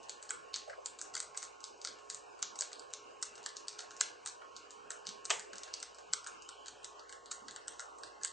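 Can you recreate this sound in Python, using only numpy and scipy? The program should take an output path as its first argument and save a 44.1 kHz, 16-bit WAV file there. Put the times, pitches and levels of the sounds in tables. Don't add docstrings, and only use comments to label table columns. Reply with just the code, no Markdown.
import sys
import numpy as np
from scipy import signal
from scipy.io import wavfile
from scipy.ndimage import uniform_filter1d

SR = 44100
rng = np.random.default_rng(int(sys.argv[2]) if len(sys.argv) > 2 else 0)


def int16_out(signal):
    q = np.round(np.clip(np.atleast_2d(signal).T, -1, 1) * 32767)
    wavfile.write(sys.argv[1], SR, q.astype(np.int16))


def gain_from_db(level_db):
    decades = np.asarray(level_db, float) / 20
    return 10 ** decades


N = 366912

# pitch in Hz, level in dB per Hz.
AIR = [(30, -39), (90, -24.5), (200, -21.5), (280, -17), (420, -5.5), (650, -8.5), (1050, -9),
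       (1500, -12.5), (2050, -19.5), (2800, -16.5), (3300, -29.5), (4200, -24.5), (7000, -24.5),
       (9200, -33)]
# pitch in Hz, level in dB rms, width in Hz.
TONES = [(60, -84, .24), (120, -88, 1), (300, -80, 1.5), (360, -79, 1.5), (420, -66, 1.2), (480, -69, 3),
         (540, -75, 4), (600, -75, 4), (724, -72, 5), (846, -75, 6), (960, -74, 8), (1083, -62, 4.5),
         (1446, -75, 8), (1510, -75, 20)]
# pitch in Hz, left minus right in dB.
LEAN = [(60, 3.5), (130, 1.5), (310, -1), (550, -2), (1000, -4.5), (1650, -1.5), (4000, -1)]
# pitch in Hz, likeness from -1 to 1.
SAME = [(60, 0.58), (120, 0.13), (250, -0.21), (510, -0.47), (1030, -0.23), (1500, -0.49), (2090, 0.11),
        (4260, 0.29), (8660, 0.42)]
# time in seconds, dip pitch in Hz, cover (about 0 to 1), whistle level in dB.
HAND = [(0, 2035, .2, -67), (.7, 2010, .35, -72), (1.2, 1880, .2, -80.5), (1.65, 1894, .4, -73),
        (2.25, 2040, .5, -82), (2.899, 1955, .35, -69), (3.4, 1940, .1, -65), (4.1, 1910, .2, -72.5),
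        (4.78, 1986, .6, -70.5), (5.5, 2050, .1, -66), (6.3, 1790, .4, -70), (6.6, 2070, .6, -61.5),
        (6.969, 2150, .8, -72), (7.059, 2450, 1.08, -85), (7.44, 2520, 1.4, -87), (7.521, 2330, .35, -91),
        (7.94, 2280, .45, -87), (8.2, 2350, .8, -92)]
# delay in seconds, level in dB.
ECHOES = [(.0013, -8), (.0036, -16), (.0066, -16), (.0093, -17), (.0106, -19), (.0265, -17)]
# pitch in Hz, time to fall 60 dB in seconds.
ROOM = [(300, 0.31), (1000, 0.72), (2500, 0.36), (5000, 0.33), (8000, 0.24)]
# start in seconds, level in dB, pitch in Hz, 60 dB fall in seconds.
KNOCKS = [(.6765, -43.5, 595, 0.44), (0.73, -45, 1530, 0.11), (.697, -44, 630, 0.11),
          (0.697, -47.5, 1600, 0.18), (0.78, -43, 550, 0.11), (2.613, -41.5, 535, 0.1),
          (4.414, -48, 1250, 0.06), (5.08, -55, 192, 0.4), (5.3033, -35, 910, 0.27),
          (5.303, -38.5, 455, 0.33), (5.3032, -40, 655, 0.27), (5.304, -41.5, 2460, 0.29),
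          (5.3032, -33, 3000, 0.23), (5.304, -39, 1920, 0.41), (5.3063, -42, 4800, 0.23),
          (5.3045, -36.5, 6850, 0.32), (5.3034, -40, 1240, 0.26), (5.368, -50.5, 198, 0.118),
          (5.53, -56.5, 201, 0.25), (6.1, -61, 177, 0.43), (6.8, -64, 190, .15), (7.42, -54.5, 250, 0.44)]
# pitch in Hz, 60 dB fall in seconds, level in dB, share of brightness (no unit).
CAP = [(4357, 0.012, -4, -0.77), (4990, 0.0034, 4.5, -0.75), (6150, 0.0068, -2, -0.05),
       (6920, 0.0059, 3.5, 0.16), (7510, 0.0058, 1.5, 0.93), (8345, 0.0036, -2.5, 1)]
# pitch in Hz, 60 dB fall in seconds, level in dB.
CASE = [(1100, 0.0024, -5.5), (1314, 0.016, 3), (1501, 0.036, -4.5), (1917, 0.022, -3.5),
        (2470, 0.0019, -14.5), (2790, 0.012, -4.5), (3380, 0.006, -1)]
# start in seconds, peak in dB, brightness in dB, case thump in dB.
PRESSES = [(.0951, -31, 2.5, -17.5), (.3061, -26.5, 19, -8), (.5417, -27.5, -5, -33), (.8591, -29, 8, -26),
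           (1.3758, -27.5, 12, -28), (1.6409, -30.5, -1.5, -19.5), (1.8488, -24.5, 4, -17),
           (2.1005, -27.5, 5, -20), (2.4268, -23.5, 8.5, -14), (2.9366, -30, 7, -20),
           (3.2266, -21.5, 8.5, -18), (3.4618, -27.5, 9, -8.5), (3.6828, -26, 2.5, -26),
           (4.0104, -17.5, 9, -10.5), (4.2606, -29, 6, -10.5), (4.565, -37.5, -0.5, -16),
           (4.9052, -27.5, 7.5, -10.5), (5.0692, -28, -8, -31), (5.3031, -20.5, 9, -11.5),
           (5.739, -30, -3, -24), (6.1346, -21, 8.5, -11.5), (6.4904, -36.5, 2, -9),
           (6.8452, -30, 2, -15.5), (7.1255, -42, 7, -1.5), (7.3163, -29, 4.5, -12.5),
           (7.6809, -31, 10.5, -11), (8.0347, -36, 2.5, -9), (8.2342, -27, 6, -20)]
# start in seconds, peak in dB, brightness in dB, case thump in dB.
RELEASES = [(.227, -36, 4.5, -14), (1.0143, -27, 11, -18), (1.2024, -23.5, 8.5, -17),
            (1.4285, -32.5, 1.5, -10), (1.8159, -39, -4.5, -30), (2.1461, -30.5, 8, -18),
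            (2.5573, -39.5, 1, -14), (2.7307, -35.5, 2.5, -22), (2.7951, -40, 0, -16),
            (3.5684, -32, -0.5, -23), (3.7914, -32, 2, -9.5), (3.9077, -43, -0.5, -5), (4.707, -41, 4, -24),
            (5.2534, -29, 6, -15), (5.3951, -35, 4.5, -9), (5.5322, -40, -1, -2.5),
            (5.5824, -37.5, 0.5, -21), (5.634, -33, -11, -22), (5.8015, -39, 3, -25),
            (5.8282, -30.5, 2, -12), (6.272, -33.5, 7, -9), (6.6825, -34.5, 6, -13),
            (6.995, -46.5, -3, -26), (7.4833, -38, -3.5, -4.5), (7.5617, -36, 12, -5),
            (7.7952, -31.5, -6.5, -5.5)]
# start in seconds, peak in dB, brightness in dB, case thump in dB.
ROCKS = [(.561, -30, 0, -14), (.9886, -39, 10, -30), (.9921, -38, 2.5, -16), (1.2254, -42, 14, -9),
         (1.4217, -40, -1, -12), (1.4392, -37, 9, -12), (1.8729, -32.5, -1.5, -11),
         (2.6089, -22.5, 10.5, -25.5), (2.621, -32, 2, -7), (2.7179, -47, 2, -2), (3.6911, -55, 14, -18),
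         (3.8058, -33.5, -2, -12.5), (3.9158, -44.5, 0, -9), (4.274, -27, 5, -15), (5.054, -50, -10, -5),
         (5.0761, -41, 6, -9), (5.0905, -32.5, -2.5, -13.5), (6.244, -43.5, -1, -6), (6.2646, -41, 3, 2.5),
         (6.6594, -42, 3, -9.5), (6.6681, -43, 3, -22), (7.8039, -34.5, 19, -10.5),
         (8.2477, -22.5, 9, -15.5)]
# start in seconds, peak in dB, case thump in dB.
BRUSHES = [(0.031, -49, -21), (0.679, -55, -5), (0.6974, -47.5, -3), (1.052, -51, -5), (1.3464, -51.5, 4),
           (1.6054, -48.5, -10), (1.987, -54.5, -1.5), (2.3913, -49.5, -4.5), (2.905, -56, -22),
           (3.3547, -44, -16), (3.379, -47, -2), (3.43, -49, -17), (3.4398, -44, -20), (3.7276, -47, -15),
           (3.966, -43.5, -21), (4.418, -62, 12), (5.444, -56, -2), (5.5564, -40.5, -21),
           (5.6778, -50, -1.5), (5.9465, -49.5, -24), (5.9852, -47, -5.5), (6.422, -46, -14),
           (6.831, -53, -27), (7.094, -44.5, -6.5), (7.2586, -47.5, -20), (7.51, -41, -17),
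           (7.734, -51, -8), (7.854, -72, -16.5), (7.985, -49, -23), (8.213, -51, -2)]
# start in seconds, peak in dB, brightness in dB, case thump in dB, length in seconds.
CRUNCHES = [
    (.292, -39, 1, -13, .0025),
    (1.1385, -41, 4, -12, .003),
    (1.1513, -30.5, 2.5, -14, 0.0028),
    (1.1655, -38, 1, -8, 0.0029),
    (1.1762, -38, 5, -23, .003),
    (1.8862, -43.5, 4, -11.5, .002),
    (2.5892, -34.5, 5.5, -29, .0022),
    (4.0077, -27, 2, -18, .0027),
    (6.2692, -40, 5, -12, 0.0033),
    (7.3126, -36.5, 2, -11.5, .003),
]
# start in seconds, peak in dB, brightness in dB.
TICKS = [(.313, -47, 8), (0.547, -42, 2), (.554, -37, 0), (0.5582, -33, 4), (0.569, -40, 4),
         (0.5738, -38, 4), (.861, -34, 4), (.8703, -41, 6), (1.0076, -49, 6), (1.0233, -43, 6),
         (1.1444, -44, 5), (1.1707, -42, 5), (1.1735, -41, 4), (1.1936, -40, 4), (1.1961, -41, 5),
         (1.2288, -41, 12), (1.374, -29, 6), (1.4508, -44, 6), (1.874, -37, 1), (2.11, -44, 4),
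         (2.599, -38, 6), (2.6066, -41, 6), (2.619, -40, 6), (2.6227, -38, 4), (2.6276, -47, 4),
         (3.2302, -27.5, 6), (3.2377, -39, 4), (3.4675, -39, 1), (3.491, -42, 0), (3.7875, -40.5, 5),
         (3.7903, -36, 4), (3.7943, -41, 4), (3.8017, -43, 7), (3.823, -44, 4), (4.2678, -37, 1),
         (4.2808, -40, 4), (4.2853, -42, 3), (4.2873, -41, 4), (4.2924, -47, 4), (4.297, -41, 1),
         (4.9183, -36.5, 1), (5.0974, -42, 0), (5.2578, -36, 4), (5.3256, -34, 7), (5.4024, -43, 4),
         (5.5348, -44, 1), (5.7408, -32, -1), (5.7492, -42, 5), (5.8304, -39, 6), (6.131, -39, 7),
         (6.2771, -40, 2), (7.3188, -36, 5), (7.3275, -39, 2), (7.485, -41, 0), (7.488, -49, 4),
         (8.2442, -39, 6), (8.2593, -35, 10), (8.275, -41, 7), (8.2796, -45, 4)]
# pitch in Hz, share of moments from 0 to 1.
SIDE_KEPT = [(60, 0.68), (250, 1), (400, 1), (1400, .9), (1900, 0.94), (2600, 0.4), (3400, 0.042),
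             (5000, 0.027), (9000, 0.051)]


def evened(x):
    return x / np.sqrt(np.mean(x ** 2) + 1e-20)


def read(points, hz):
    f, value = np.transpose(points)
    return np.interp(np.log(hz + 1), np.log(f + 1), value)


def add(mix, s, sound):
    part = mix[max(round(s * SR), 0):][:len(sound)]
    part += sound[:len(part)]


def wander(t, rate):
    speeds = rate * np.geomspace(.1, 1, num=20)
    return evened(sum(np.sin(2 * np.pi * (f * t + rng.random())) / np.sqrt(f) for f in speeds))


def ring(t, hz, t60, phase, rise_s):
    return gain_from_db(-60 * t / t60) * (1 - np.exp(-t / rise_s)) * np.sin(2 * np.pi * (hz * t + phase))


def narrow_noise(hz, width_hz, steady=0.):
    r = np.exp(-np.pi * width_hz / SR)
    turn = np.exp(2j * np.pi * np.cumsum(hz * np.ones(N)) / SR)
    z = rng.standard_normal((2, N + SR)) + 1j * rng.standard_normal((2, N + SR))
    for _ in range(2):
        z = signal.lfilter([1 - r], [1, -r], z)
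    z = z[:, SR:]
    z = z / abs(z) ** np.clip(steady, 0, 1)
    same = np.clip(read(SAME, hz), -.9, 1)
    mid, side = z[0] * np.sqrt(1 + same), z[1] * np.sqrt(1 - same)
    return evened((turn * np.array([mid + side, mid - side])).real)


def lean(hz):
    return gain_from_db(np.multiply.outer([.5, -.5], read(LEAN, hz)))


def shadow_db(hz, at):
    s, dip_hz, cover, _ = np.transpose(HAND)
    cover = np.interp(at, s, cover)
    fingers = np.clip(.9 + .2 * wander(at, 9.), .2, 1.3)
    width_hz = 170 * (0.63 + 0.49 * abs(cover))
    distance = (hz[:, None] - np.interp(at, s, dip_hz)) / width_hz
    return -30 * cover * fingers * np.exp(-distance ** 2)


def fan_air(at):
    hz = np.fft.rfftfreq(1024, 1 / SR)
    a, b, c, d, patches = rng.standard_normal((len(at), 513, 5)).T
    patches = evened(uniform_filter1d(uniform_filter1d(patches, 8, 0), 16, 1))
    same = np.clip(read(SAME, hz), -1, 1)[:, None]
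    left = a + 1j * b
    z = np.array([left, same * left + np.sqrt(1 - same ** 2) * (c + 1j * d)])
    patchy_db = 2.6
    z *= gain_from_db(read(AIR, hz)[:, None] + patchy_db * patches + shadow_db(hz, at)) * lean(hz)[:, :, None]
    return gain_from_db(-56.5) * evened(signal.istft(z, nperseg=1024, noverlap=768)[1][:, :N])


def motor_tones():
    return sum(gain_from_db(db) * lean(hz)[:, None] * narrow_noise(hz, width, steady=0.45) for hz, db, width in TONES)


def fan_whistle(at):
    base_hz, lift_hz, drift_hz, flutter_db = 2768, 447.6, 59.9, 2
    s, _, cover, whistle_db = np.transpose(HAND)
    t, flutter = np.arange(N) / SR, wander(at, 12.)
    db = np.interp(at, s, whistle_db) + flutter_db * flutter
    hz = base_hz + lift_hz * np.interp(at, s, cover) - drift_hz * flutter
    return gain_from_db(np.interp(t, at, db)) * narrow_noise(np.interp(t, at, hz), width_hz=320)


def fan():
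    at = np.arange(N // 256 + 5) * 256 / SR
    return fan_air(at) + motor_tones() + fan_whistle(at)


def dipped(x):
    hz, at, z = signal.stft(x, SR, nperseg=512)
    return signal.istft(z * gain_from_db(0.54 * shadow_db(hz, at)), nperseg=512)[1][:N]


def room_tail():
    size = SR // 2
    taps, slots = np.zeros((2, size)), np.arange(100, size - 20, 12)
    at = slots + rng.integers(0, 12, (2, len(slots)))
    np.put_along_axis(taps, at, rng.standard_normal(at.shape), 1)
    hz, t, z = signal.stft(taps, SR, nperseg=128)
    same = np.clip(read(SAME, hz), -1, 1)[:, None]
    z = np.array([z[0], same * z[0] + np.sqrt(1 - same ** 2) * z[1]])
    tail = signal.istft(z * gain_from_db(-60 * t / read(ROOM, hz)[:, None]), SR, nperseg=128)[1]
    return tail / np.linalg.norm(tail[0])


def room(x):
    early = np.zeros(2048)
    for delay, db in ECHOES:
        add(early, delay, gain_from_db([db]))
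    out = np.zeros((2, N))
    for k in range(3):
        turn = np.sqrt(2 / 3) * np.cos(np.pi * (np.arange(N) / SR * 3.1 + k / 3))
        out += signal.fftconvolve((x * turn)[None], room_tail(), axes=1)[:, :N]
    return gain_from_db(-1) * out + signal.oaconvolve(x, early)[:N]


def knocks():
    out, t = np.zeros((2, N)), np.arange(SR // 3) / SR
    blow_db, blow_t60_s = 2.5, 0.047
    for s, db, hz, t60 in KNOCKS:
        b, a = signal.iirpeak(hz, 2.7, SR)
        noise = rng.standard_normal((2, len(t)))
        mid, side = signal.lfilter(b, a, signal.lfilter(b, a, noise))
        side = side * np.clip(1.1 - read(SAME, hz) - hz / 3000, .05, 1.5)
        wake = evened(np.array([mid + side, mid - side])) * gain_from_db(-60 * t / min(t60, .4))
        wake *= 0.67 + gain_from_db(blow_db - 60 * t / blow_t60_s)
        wake *= 1 - np.exp(-t * hz / 2.0)
        knock = 1.2 * ring(t, hz, 0.14 * min(t60, .3), 0, .5 / hz)
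        burst = gain_from_db(db) * (0.88 * wake + knock)
        add(out[0], s, burst[0])
        add(out[1], s, burst[1])
    return out


def snaps():
    brushes = [(s, db, 2, case_db) for s, db, case_db in BRUSHES]
    ticks = [(*row, -20.5) for row in TICKS]
    kinds = ((PRESSES, -1), (RELEASES, -2), (ROCKS, -2.5), (brushes, -0.5), (CRUNCHES, -5), (ticks, -9))
    rattle_per_db = -0.21
    return [(*row[:4], rattle_db + rattle_per_db * (row[1] + 30), sum(row[4:]))
            for rows, rattle_db in kinds for row in rows]


def struck(modes, luck, t, spread, uneven_db, damping, rise_s):
    out = np.zeros(len(t))
    for (hz, t60, db), tune, phase, size in zip(modes, *luck):
        tone = ring(t, hz * (1 + spread * (tune - .5)), t60 * damping, 0.53 * phase, rise_s)
        out += tone * gain_from_db(db + uneven_db * (size - .5))
    return out / abs(out).max()


def chatter(wet_db, grind_s, when, size):
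    hits = np.zeros(512)
    hits[(511 * when ** 1.6).astype(int)] = gain_from_db(wet_db - 12.5 - 5.2 * when ** 2.7) * (2 * size - 1)
    hits[0] = 1
    if grind_s:
        slips = (np.clip(grind_s, 0, .01) * SR * (np.arange(7) + when) / 7).astype(int)
        hits[0] = .5
        hits[slips] = np.sign(size - .5) * (.5 + .5 * when)
    return hits


def keys():
    near, far, t = np.zeros(N), np.zeros(N), np.arange(1024) / SR
    spike = gain_from_db(-1.5) * ring(t, 6660, 0.0013, 0, .00003)
    crack = ring(t, 2850, 0.0033, 0, .0001)
    for s, db, bright_db, case_db, wet_db, grind_s in snaps():
        cap_luck, case_luck = rng.random((2, 3, len(CASE)))
        hits = chatter(wet_db, grind_s, *rng.random((2, 7)))
        cap = [(hz, t60, mode_db + share * (bright_db - 3.5)) for hz, t60, mode_db, share in CAP]
        for mix, damping, level_db in ((near, .7, db + 3.0), (far, .22, db + 5.5 + wet_db)):
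            cap_ring = struck(cap, cap_luck, t, .07, 5, damping, .00007) + spike
            case_ring = struck(CASE, case_luck, t, 0.19, 6.2, damping, 0.00079)
            snap = 1.383 * cap_ring / abs(cap_ring).max()
            snap += gain_from_db(case_db - 1.5) * case_ring + gain_from_db(case_db) * crack
            add(mix, s, gain_from_db(level_db) * np.convolve(snap, hits))
    return near, far


def scene():
    no_bass = signal.butter(3, 750, "high", fs=SR, output="sos")
    near, far = signal.sosfilt(no_bass, keys())
    return fan() + knocks() + room(dipped(far)) + near


def dropped(excess):
    return 1 / (1 + np.exp(np.clip(excess, -30, 30)))


def smeared(mid):
    z = signal.stft(mid, nperseg=896)[2]
    level = np.sqrt(uniform_filter1d(abs(z) ** 2, 9, 0)) * (np.arange(len(z)) > 4)[:, None]
    grain = level * (rng.standard_normal(z.shape) + 1j * rng.standard_normal(z.shape))
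    return mid + gain_from_db(-12) * signal.istft(grain, nperseg=896)[1][:N]


def thinned(x):
    mid, side = smeared((x[0] + x[1]) / 2), (x[0] - x[1]) / 2
    hz, _, z = signal.stft(np.array([mid, side]), SR, nperseg=2048)
    frames, pitch = z.shape[2], hz[:, None]
    band = np.round(8.3 * np.log2(1 + hz / 500)).astype(int)
    dice = np.repeat(rng.random((3, 80, frames)), 2, axis=2)[:, band, :frames]
    budget = np.repeat(rng.random(frames), 2)[:frames]
    kept = read(SIDE_KEPT, hz)[:, None] + 0.29 * (budget < .12) - .5 * (budget > .82)
    kept = np.clip(kept, .01, 1)
    power = uniform_filter1d(abs(z) ** 2, 3, 2)
    mask_db = 10 * np.log10(uniform_filter1d(power.mean(0), 61, 0) + 1e-20)
    mid_db, side_db = 10 * np.log10(uniform_filter1d(power, 4, 1) + 1e-20) - mask_db
    low = pitch < 300
    hole_db, side_hole_db, speckle_db = -8, -6, -11
    holes = dropped(mid_db - hole_db + 7 * (dice[0] - .5) + 3 * low)
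    z[0] *= 1 - .93 * holes * (pitch > 135) * (pitch < 8500)
    line_db = 10 * np.log10(power[0] + 1e-20) - mask_db
    z[0] *= 1 - dropped(line_db - speckle_db) * (pitch > 1400)
    kept[hz > 3900] = budget < .07
    kept[hz < 290] = dice[1, 0] < .55
    z[1] *= dropped((dice[1] - kept) * 60)
    z[1] *= 1 - dropped(side_db - side_hole_db + 12 * (dice[2] - .5) + 12 * low)
    mid, side = signal.istft(z, nperseg=2048)[1][:, :N]
    return np.array([mid + side, mid - side])


def roll_off(x):
    return signal.sosfilt(signal.butter(12, 9260, fs=SR, output="sos"), x)


def record(dry):
    edge = signal.firwin(255, 8850, window=("kaiser", 8), fs=SR)
    mix = signal.oaconvolve(thinned(dry), edge[None], "same")
    return roll_off(mix)


dry = scene()
out = record(dry)
int16_out(out)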